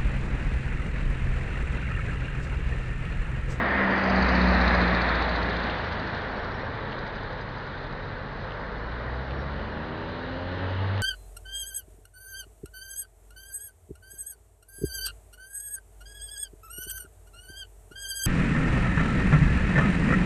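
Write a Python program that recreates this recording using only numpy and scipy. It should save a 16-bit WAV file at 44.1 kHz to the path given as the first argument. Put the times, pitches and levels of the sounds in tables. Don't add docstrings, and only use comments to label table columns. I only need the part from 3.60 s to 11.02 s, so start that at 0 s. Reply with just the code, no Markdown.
import sys
import numpy as np
from scipy import signal
from scipy.fft import rfft, irfft, next_fast_len
from scipy.io import wavfile
from scipy.ndimage import uniform_filter1d, map_coordinates

SR = 44100
rng = np.random.default_rng(int(sys.argv[2]) if len(sys.argv) > 2 else 0)


def ratio(d):
    e = np.asarray(d, float) / 20
    return 10 ** e


def put_to_file(sound):
    columns = np.atleast_2d(sound).T
    safe = np.clip(columns, -1, 1)
    whole_steps = np.round(safe * 32767)
    wavfile.write(sys.argv[1], SR, whole_steps.astype(np.int16))


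N = 327222

# t/s, f/Hz, level/dB
FAR_ENGINES = [
    [(0, 72.96, -44.5), (1.2, 79.04, -38.5), (2.7, 84.5, -43.5), (3.35, 85.2, -47), (3.6, 87, -62),
     (4.8, 91.8, -46)],
    [(1.1, 102.7, -50), (1.9, 106.3, -45.5), (7.1, 104.7, -49.5)],
    [(5.6, 57.94, -42), (6.0, 49.9, -39.5), (6.5, 42.3, -49), (7.42, 45.9, -53.5)],
    [(2.7, 28.3, -47), (5.1, 32.9, -43.5), (5.5, 33.2, -42)],
]
# f/Hz, level/dB
FAR_BASS = [(12, -52.5), (25, -1.5), (45, -2.5), (90, 0), (160, 1), (220, -8.5), (400, -120)]

# t/s, f/Hz
PULLER_FIRING = [(2.8, 35.4), (3.4, 42.2), (3.65, 44), (4.1, 44.6), (4.8, 48), (5.0, 50.8), (5.35, 59.2),
                 (6.0, 72.3), (6.4, 80.2), (6.75, 87.3), (7.15, 94.5), (7.42, 99.6)]
# order/1, firing f/Hz, level/dB, width below/Hz, width above/Hz
SILENCER_BOOMS = [(1, 32, -48.5, 8, 2), (1, 45.5, -47, 1, 2), (1, 58, -38, 7, 6.5),
                  (1, 66.2, -36, 7.9, 8.2), (1, 97.9, -27, 5.4, 9), (2, 34.3, -46.5, 15, 11),
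                  (2, 62.8, -41, 4.2, 7.6), (2, 69, -46.5, 6, 4.6), (2, 78, -46, 4, 4),
                  (2, 88, -48.5, 4, 3), (2, 96, -47, 3, 7.1), (3, 44.4, -49, .6, .8),
                  (3, 40.5, -42.5, 4.2, 3.2), (3, 47.3, -45, 3, 2.5), (3, 76, -43, 7, 4.6),
                  (3, 87.6, -41, 6, 4), (3, 92, -43.5, 2, 1.2)]
# order/1, firing f/Hz, level/dB, width below/Hz, width above/Hz
TAILPIPE_BOOMS = [(4, 66, -50, 3, 4), (4, 80, -45, 7, 6), (4, 92, -48, 2, 2), (5, 78, -45, 4, 5),
                  (5, 88, -52, 3, 3), (6, 71, -49.5, 2.5, 3), (6, 88.5, -43, 4, 2.5),
                  (6, 92.8, -43, 2.5, 1.5), (7, 82, -46.5, 2, 2), (7, 88, -44.5, 3, 2.5),
                  (8, 68, -50, 1.5, 2), (8, 76, -50, 3, 3), (9, 71.5, -53, 2, 2), (9, 88, -50, 3, 2),
                  (9, 96, -46.5, 3.5, 4.5), (10, 92, -53.5, 4, 7), (11, 77, -53, 2, 2),
                  (11, 83, -49, 2.5, 2.5), (12, 79, -52, 5, 4), (13, 68, -54, 2, 2),
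                  (13, 74.5, -51, 2.5, 3)]
# t/s, level/dB
BLOCK_CLATTER = [(5.5, -82.5), (6, -56.5), (6.7, -56), (7.1, -50.5), (7.42, -52.5)]

# t/s, f/Hz, level/dB, length/s
SEAM_HUMS = [
    (3.3, 211, -43.5, 0.15),
    (4.47, 95, -39.5, 0.15),
    (5.77, 327, -45.5, 0.13),
    (5.77, 539, -46, .14),
    (5.98, 433, -45, .12),
]
# t/s, peak level/dB
GRIT_SNAPS = [(0.534, -37.5), (1.081, -27.5), (2.0967, -22.5), (2.0985, -25), (2.112, -28), (3.3212, -29),
              (3.326, -28.5), (3.33, -29.5), (4.9077, -30.5), (4.92, -28.5), (5.7087, -27), (5.7193, -32),
              (7.3785, -26), (7.389, -30)]
# t/s, peak level/dB
TAPPET_PINGS = [
    (3.476, -50.5),
    (3.558, -49),
    (3.7279, -51.5),
    (3.8117, -49),
    (3.9826, -48.5),
]
# t/s, level/dB, f/Hz
LOOSE_CHIRPS = [
    (3.9, -52, 3250),
    (4.076, -50, 4050),
    (4.176, -50, 3650),
    (4.205, -52, 4100),
    (4.293, -50, 4200),
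    (4.437, -51, 3800),
    (4.49, -52, 4100),
]
# t/s, length/s, level/dB
BRAKE_BURSTS = [(1.32, .075, -67.5), (1.4, .12, -68), (1.75, .2, -72), (1.97, .13, -73), (2.14, .05, -73),
                (2.19, .12, -73), (2.24, .055, -77), (2.33, .03, -70), (2.36, .35, -74), (2.705, .23, -73),
                (2.925, .055, -69.5), (2.99, .04, -73), (3.035, .05, -73), (5.69, .19, -77),
                (5.77, .06, -77)]
# t/s, f/Hz
PAD_PITCH = [(1.32, 5322), (1.5, 5315), (1.76, 5345), (1.85, 5325), (2.05, 5365), (2.2, 5345), (2.28, 5380),
             (2.36, 5392), (2.57, 5375), (2.8, 5400), (3.0, 5400), (3.07, 5445), (5.8, 5476)]

# t/s, level/dB
TREAD_LEVEL = [(0, -30), (.25, -28), (.7, -26.5), (1.1, -26.5), (1.35, -26.5), (1.6, -30), (2.1, -33.5),
               (2.7, -36.5), (3.6, -40.5), (4.7, -42), (5.3, -40.5), (5.7, -40), (6.3, -42), (7.42, -39.5)]
# f/Hz, level/dB
RUMBLE_COLOUR = [(120, -36.5), (190, 3.5), (250, 2.5), (400, -3), (520, -19.5), (800, -120)]
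# f/Hz, level/dB
ROAR_COLOURS = [
    [(220, -27), (380, -9), (432, -6), (506, -1), (554, -3.5), (609, 0), (765, -2.5), (1350, -8.5),
     (1760, -30.5), (2970, -120)],
    [(220, -37), (380, -7.5), (418, -2.5), (488, -1.5), (572, -2.5), (646, -4), (703, -7), (893, -4),
     (1350, -12), (1760, -25), (2970, -120)],
]
# f/Hz, level/dB
HISS_COLOURS = [
    [(650, -16.5), (1100, -4), (1310, -4), (1810, 1), (2230, -8), (2410, -9), (2900, -23.5), (3770, -38),
     (6380, -120)],
    [(650, -25), (1100, -4), (1330, -3), (1490, 0), (1860, -1.5), (2530, -17), (2680, -30.5), (2900, -17),
     (3770, -43.5), (6380, -120)],
]
# t/s, level/dB
SONG_LEVEL = [(0, -32), (.15, -32.5), (.35, -32.5), (.5, -41.5), (.8, -50), (1.1, -73)]

# f/Hz, level/dB
BAY_COLOUR = [(1400, -33), (2400, -5), (2800, -1.5), (3300, -2), (3900, -1.5), (4300, -4.5), (4800, -11.5),
              (5100, -17.5), (5300, -27.5), (5520, -27), (7000, -65)]
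# t/s, level/dB
BAY_LEVEL = [(0, -45.5), (.28, -44.5), (.45, -41.5), (.55, -40.5), (.7, -39.5), (1.4, -40), (2.1, -43.5),
             (3.1, -51.5), (3.5, -50), (4, -53), (4.7, -53.5), (6.3, -52.5), (7.42, -49)]
# t/s, level/dB
FAN_LEVEL = [(0, -70), (.3, -63), (.6, -53.5), (1.1, -53), (1.5, -66), (2.2, -72), (4.5, -70.5),
             (7.42, -71.5)]
# t/s, delay/ms, strength/1
ASPHALT_ECHO = [(0, .36, .25), (.3, 0.37, .35), (.6, .44, .5), (.9, .46, 0.5), (1.2, .49, 0.3),
                (1.6, .51, .33), (2.2, .51, 0), (3.5, 0.52, .3), (5, 0.49, 0.2), (7.42, .49, 0.2)]
# t/s, level/dB
CLOSE_TICKS = [(.313, -42), (.382, -38), (.442, -38), (.502, -34), (.565, -37), (.628, -32.5), (.692, -32),
               (.756, -34), (.82, -35), (.89, -34), (.952, -34), (1.018, -34), (1.083, -30), (1.153, -32),
               (1.219, -36), (1.283, -34), (1.352, -34), (1.422, -34), (1.493, -33), (1.557, -35),
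               (1.627, -31), (1.696, -35), (1.764, -36), (1.833, -37), (1.902, -41), (1.971, -38),
               (2.04, -43), (2.11, -42), (2.188, -41), (2.257, -43), (2.328, -40), (2.4, -41), (2.476, -41),
               (2.552, -42), (2.623, -45), (2.7, -48), (2.775, -45), (2.85, -45), (2.923, -46)]
# t/s, f/Hz
TICK_PITCH = [(0, 4700), (.7, 4450), (1.05, 4200), (7.42, 4150)]

# t/s, f/Hz
DIESEL_FIRING = [(0, 67.2), (.2, 65.3), (.35, 64.2), (.6, 63), (.8, 61.6), (1.05, 60.1), (1.25, 59.5),
                 (1.5, 58.4), (2, 57), (3.2, 51.2), (4, 45.5), (4.4, 45.5)]
# order/1, loudest t/s, level/dB, coming/s, going/s
EXHAUST_BEAMS = [(1, .15, -37, .3, .1), (1, .66, -26.5, .09, .3), (1, .95, -24.5, .2, .45),
                 (1, 1.7, -33.5, .4, .33), (1, 2.1, -38.5, .3, .06), (1, 2.65, -44, .15, .4),
                 (1, 3.65, -43.5, .2, .2), (2, .25, -46.5, .2, .3), (2, 1.28, -39.5, .2, .2),
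                 (2, 1.95, -46, .2, .3), (3, .25, -30, .1, .2), (3, .57, -26, .16, .1),
                 (3, .81, -23.5, .08, .13), (3, 1.23, -28, .2, .17), (3.5, .95, -39, .2, .18),
                 (3, 1.9, -40, .3, .3), (4, .25, -38, .2, .2), (4, .55, -41, .15, .15),
                 (4, .92, -34, .2, .2), (5, .25, -42, .12, .15), (6, .35, -43, .15, .1)]
# f/Hz, level/dB
MIRROR_LEAK = [(5512, -6), (5725, -4.5), (6025, -10.5), (6325, -18), (6625, -28), (6925, -38), (7225, -55)]

NEAR_DB = -28
RUMBLE_DB, RUMBLE_GROWS, ROAR_DB, ROAR_GROWS = -34.5, 0.84, -28, 0.75
RUMBLE_LEAD_S = 0.21
FIRINGS_PER_TICK, FIRST_TICK = 4, .135
TICKING_S = (2.96, 4.4)
TICK_DB, TICK_SCATTER_DB, TICK_JITTER_S, TICK_HZ = 3.2, 1.5, .002, 4350
TICK_FADE_DB_PER_S = 1.2
TICK_RISE_S, CLOSE_TICK_DB = .005, -3.5
WHISTLE_DB = 2.5
GRABS_PER_S, GRAB_DEPTH = 34, .35
CAMERA_HZ = SR / 4


def unit(x):
    return x / np.sqrt(np.mean(x ** 2) + 1e-20)


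def along(points, hz):
    f, v = np.transpose(points)
    return np.interp(np.log(hz + 1), np.log(f + 1), v)


def curves(rows):
    s, *cols = np.transpose(rows)
    return [np.interp(np.arange(N) / SR, s, c) for c in cols]


def sounding(rows):
    t = np.arange(N) / SR
    since, left = t - rows[0][0], rows[-1][0] - t
    return np.clip((np.minimum(since, left) + .1) * 10, 0, 1)


def wobble(rate):
    knots = rng.standard_normal(int(N * rate / SR) + 4)
    return map_coordinates(knots, [np.arange(N) * rate / SR])


def filtered(x, response):
    m = next_fast_len(N + SR // 2)
    return irfft(rfft(x, m) * response(np.fft.rfftfreq(m, 1 / SR)), m)[:N]


def coloured(x, colour):
    return filtered(x, lambda hz: ratio(along(colour, hz)))


def rush(colour, patchy_db):
    z = signal.stft(rng.standard_normal(N), nperseg=512)[2]
    field = uniform_filter1d(rng.standard_normal(z.shape), 5, 0)
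    field = uniform_filter1d(field, 12, 1)
    white = signal.istft(z * ratio(patchy_db * unit(field)), nperseg=512)[1][:N]
    return unit(coloured(white, colour))


def turns(hz):
    return 2 * np.pi * np.cumsum(hz) / SR


def order(phase, k, db, flutter_db, drift):
    level = ratio(db + flutter_db * wobble(12))
    return np.sqrt(2) * level * np.sin(k * phase + drift * wobble(7.9) + rng.uniform(0, 7.0))


def peaks(x, rows, k):
    power = 0
    for row_order, at, db, below, above in rows:
        if abs(row_order - k) < .25:
            width = np.where(x < at, below, above)
            power = power + (ratio(db) / (1 + ((x - at) / width) ** 2)) ** 2
    return 10 * np.log10(power)


def knocks(rows, gain_db, t60, noisy):
    out, t = np.zeros(N + SR), np.arange(2000) / SR
    for s, db, hz in rows:
        ring = np.sin(2 * np.pi * hz * t) + noisy * rng.standard_normal(len(t))
        knock = unit(ratio(-60 * t / t60) * (1 - np.exp(-t / 0.00033)) * ring)
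        out[round(s * SR):][:len(t)] += ratio(db + gain_db) * knock
    return out[:N]


def bounced(x):
    delay_ms, strength = curves(ASPHALT_ECHO)
    dull = filtered(x, lambda hz: np.clip((5400 - hz) / 900, .05, 1))
    return x + strength * map_coordinates(dull, [np.arange(N) - delay_ms * SR / 1000], mode="mirror")


def rumble_level(tread_db):
    ahead_db = np.interp(np.arange(N) + RUMBLE_LEAD_S * SR, np.arange(N), tread_db)
    return RUMBLE_DB + RUMBLE_GROWS * (ahead_db - NEAR_DB)


def far_traffic(rumble_db):
    return ratio(0.41 * rumble_db - 24.5 + 1.2 * wobble(2.7)) * rush(FAR_BASS, patchy_db=-0.5)


def far_engines():
    out = np.zeros(N)
    for rows in FAR_ENGINES:
        hz, db = curves(rows)
        phase = turns(hz + .6 * wobble(2))
        out += order(phase, 1, db - 1.1 + 2 * wobble(4), flutter_db=2, drift=.2) * sounding(rows)
    return out


def car_pulling_away():
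    hz, = curves(PULLER_FIRING)
    phase = turns(hz)
    note = np.zeros(N)
    for k in range(1, 4):
        note += order(phase, k, peaks(hz, SILENCER_BOOMS, k), flutter_db=.6, drift=0.1)
    for k in range(4, 14):
        note += order(phase, k, peaks(hz, TAILPIPE_BOOMS, k), flutter_db=.8, drift=.12)
    colour = [(2000, -36.5), (2500, -5.5), (2900, 1.5), (3300, -5.5), (3800, -12.5), (4600, -34.5)]
    block = rush(colour, patchy_db=0.4)
    clatter = ratio(curves(BLOCK_CLATTER)[0]) * block * (1 + 0.28 * np.cos(phase))
    return (note + clatter) * sounding(PULLER_FIRING)


def seam_hums():
    t, out = np.arange(N) / SR, np.zeros(N)
    for s, hz, db, length in SEAM_HUMS:
        swell = np.exp(-(2 * (t - s) / length) ** 2)
        out += np.sqrt(2) * ratio(db) * swell * np.sin(2 * np.pi * hz * t)
    return out


def grit():
    snaps = knocks([(s, db, 2900) for s, db in GRIT_SNAPS], gain_db=-20, t60=.005, noisy=1.2)
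    return coloured(snaps, [(600, -30), (1800, -9), (2600, 0), (3500, 0), (4500, -1), (5500, -20)])


def overrun_rattles():
    pings = knocks([(s, db, 4800) for s, db in TAPPET_PINGS], gain_db=-13, t60=.04, noisy=.4)
    pings = filtered(pings, lambda hz: np.abs(hz - 4800) < 600)
    chirps = knocks(LOOSE_CHIRPS, gain_db=-9.5, t60=.04, noisy=.5)
    return pings + filtered(chirps, lambda hz: np.abs(hz - 3900) < 1000)


def brake_whistle():
    t, swell = np.arange(N) / SR, np.zeros(N)
    for s, length, db in BRAKE_BURSTS:
        arch = np.abs(np.sin(np.pi * np.clip((t - s) / length, 0, 1))) ** .4
        swell += ratio(db) * arch * (t < s + length)
    swell *= 1 + GRAB_DEPTH * np.cos(turns(GRABS_PER_S * (1 + .3 * wobble(14))))
    phase = turns(curves(PAD_PITCH)[0] + 18 * wobble(55))
    return swell * order(phase, 1, WHISTLE_DB + 1.8 * wobble(70), flutter_db=.5, drift=.3)


def body_rumble(rumble_db):
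    return ratio(rumble_db + 0.86 * wobble(4.06)) * rush(RUMBLE_COLOUR, patchy_db=0.17)


def tread_song():
    colour = [(1300, -60.0), (1600, -9.0), (1850, 3.0), (2100, -5.5), (2600, -66.0)]
    return ratio(curves(SONG_LEVEL)[0]) * rush(colour, patchy_db=1.0)


def tread_noise(colours, near, patchy_db):
    near_noise = np.sqrt(near) * rush(colours[0], patchy_db)
    return near_noise + np.sqrt(1 - near) * rush(colours[1], patchy_db)


def tyres(tread_db, swell):
    roar_db = ROAR_DB + ROAR_GROWS * (tread_db - NEAR_DB)
    near = np.clip((tread_db + 39.5) / 11, 0, 1)
    roar = ratio(roar_db - 1.7 + 0.32 * swell + 0.6 * wobble(8.7))
    roar = roar * tread_noise(ROAR_COLOURS, near, patchy_db=0.5)
    hiss = ratio(tread_db - 0.22 + .5 * swell + 0.16 * wobble(17))
    return roar + hiss * tread_noise(HISS_COLOURS, near, patchy_db=0.1)


def fan():
    colour = [(4300, -38.5), (4800, 2.5), (5200, -5), (5520, -9.0), (6000, -60.0)]
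    return ratio(curves(FAN_LEVEL)[0]) * rush(colour, patchy_db=1.5)


def engine_bay(firing):
    throb = 1 + (0.063 * np.cos(firing) + 0.12 * np.cos(firing / 2)) * sounding(DIESEL_FIRING)
    level = ratio(curves(BAY_LEVEL)[0] + 0.43 * wobble(5.8))
    return level * unit(bounced(throb * rush(BAY_COLOUR, patchy_db=1.0)))


def tick_rows(firing):
    cam = firing / (2 * np.pi * FIRINGS_PER_TICK) - FIRST_TICK
    at = np.flatnonzero(np.diff(np.floor(cam)))
    at = at[(at > TICKING_S[0] * SR) & (at < TICKING_S[1] * SR)]
    jitter, scatter, detune = rng.standard_normal((99, 3))[:len(at)].T
    level_db = curves(BAY_LEVEL)[0][at] + TICK_DB + TICK_SCATTER_DB * scatter
    level_db = level_db - TICK_FADE_DB_PER_S * (at / SR - 1.2)
    rows = []
    for s, db in CLOSE_TICKS:
        hz = np.interp(s, *np.transpose(TICK_PITCH)) * (1 + 0.049 * rng.standard_normal())
        rows.append((s - TICK_RISE_S, db + CLOSE_TICK_DB, hz))
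    return rows + list(zip(at / SR + TICK_JITTER_S * jitter, level_db, TICK_HZ * (1 + 0.11 * detune)))


def valve_gear(firing):
    ticks = knocks(tick_rows(firing), gain_db=-7, t60=.048, noisy=3.6)
    colour = [(2500, -28.0), (3300, -2), (3800, 6), (4300, 5.5), (4900, 3), (5300, -12), (5520, -14.0)]
    return ratio(2.5) * bounced(coloured(ticks, colour))


def diesel_exhaust(firing):
    t, note = np.arange(N) / SR, np.zeros(N)
    for k in (1, 2, 3, 3.5, 4, 5, 6):
        note += order(firing, k, peaks(t, EXHAUST_BEAMS, k), flutter_db=.8, drift=0.063)
    return note * sounding(DIESEL_FIRING)


def scene():
    firing = turns(curves(DIESEL_FIRING)[0])
    tread_db, = curves(TREAD_LEVEL)
    rumble_db = rumble_level(tread_db)
    engines = diesel_exhaust(firing) + car_pulling_away() + far_engines()
    swell = wobble(6)
    road = body_rumble(rumble_db) + far_traffic(rumble_db) + tyres(tread_db, swell)
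    bay_and_song = engine_bay(firing) + tread_song() + fan()
    details = valve_gear(firing) + grit() + overrun_rattles() + brake_whistle() + seam_hums()
    return (engines + road + bay_and_song + details)[None]


def roll_off(x):
    return signal.sosfilt(signal.butter(12, 7180, fs=SR, output="sos"), x)


def record(dry):
    kept = filtered(dry[0], lambda hz: hz < CAMERA_HZ / 2)
    folded = 2 * kept * np.cos(turns(np.full(N, CAMERA_HZ)))
    image = filtered(folded, lambda hz: ratio(along(MIRROR_LEAK, hz)) * (hz > CAMERA_HZ / 2) * (hz < 7250))
    return roll_off((kept + image)[None])


dry = scene()
out = record(dry)
put_to_file(out)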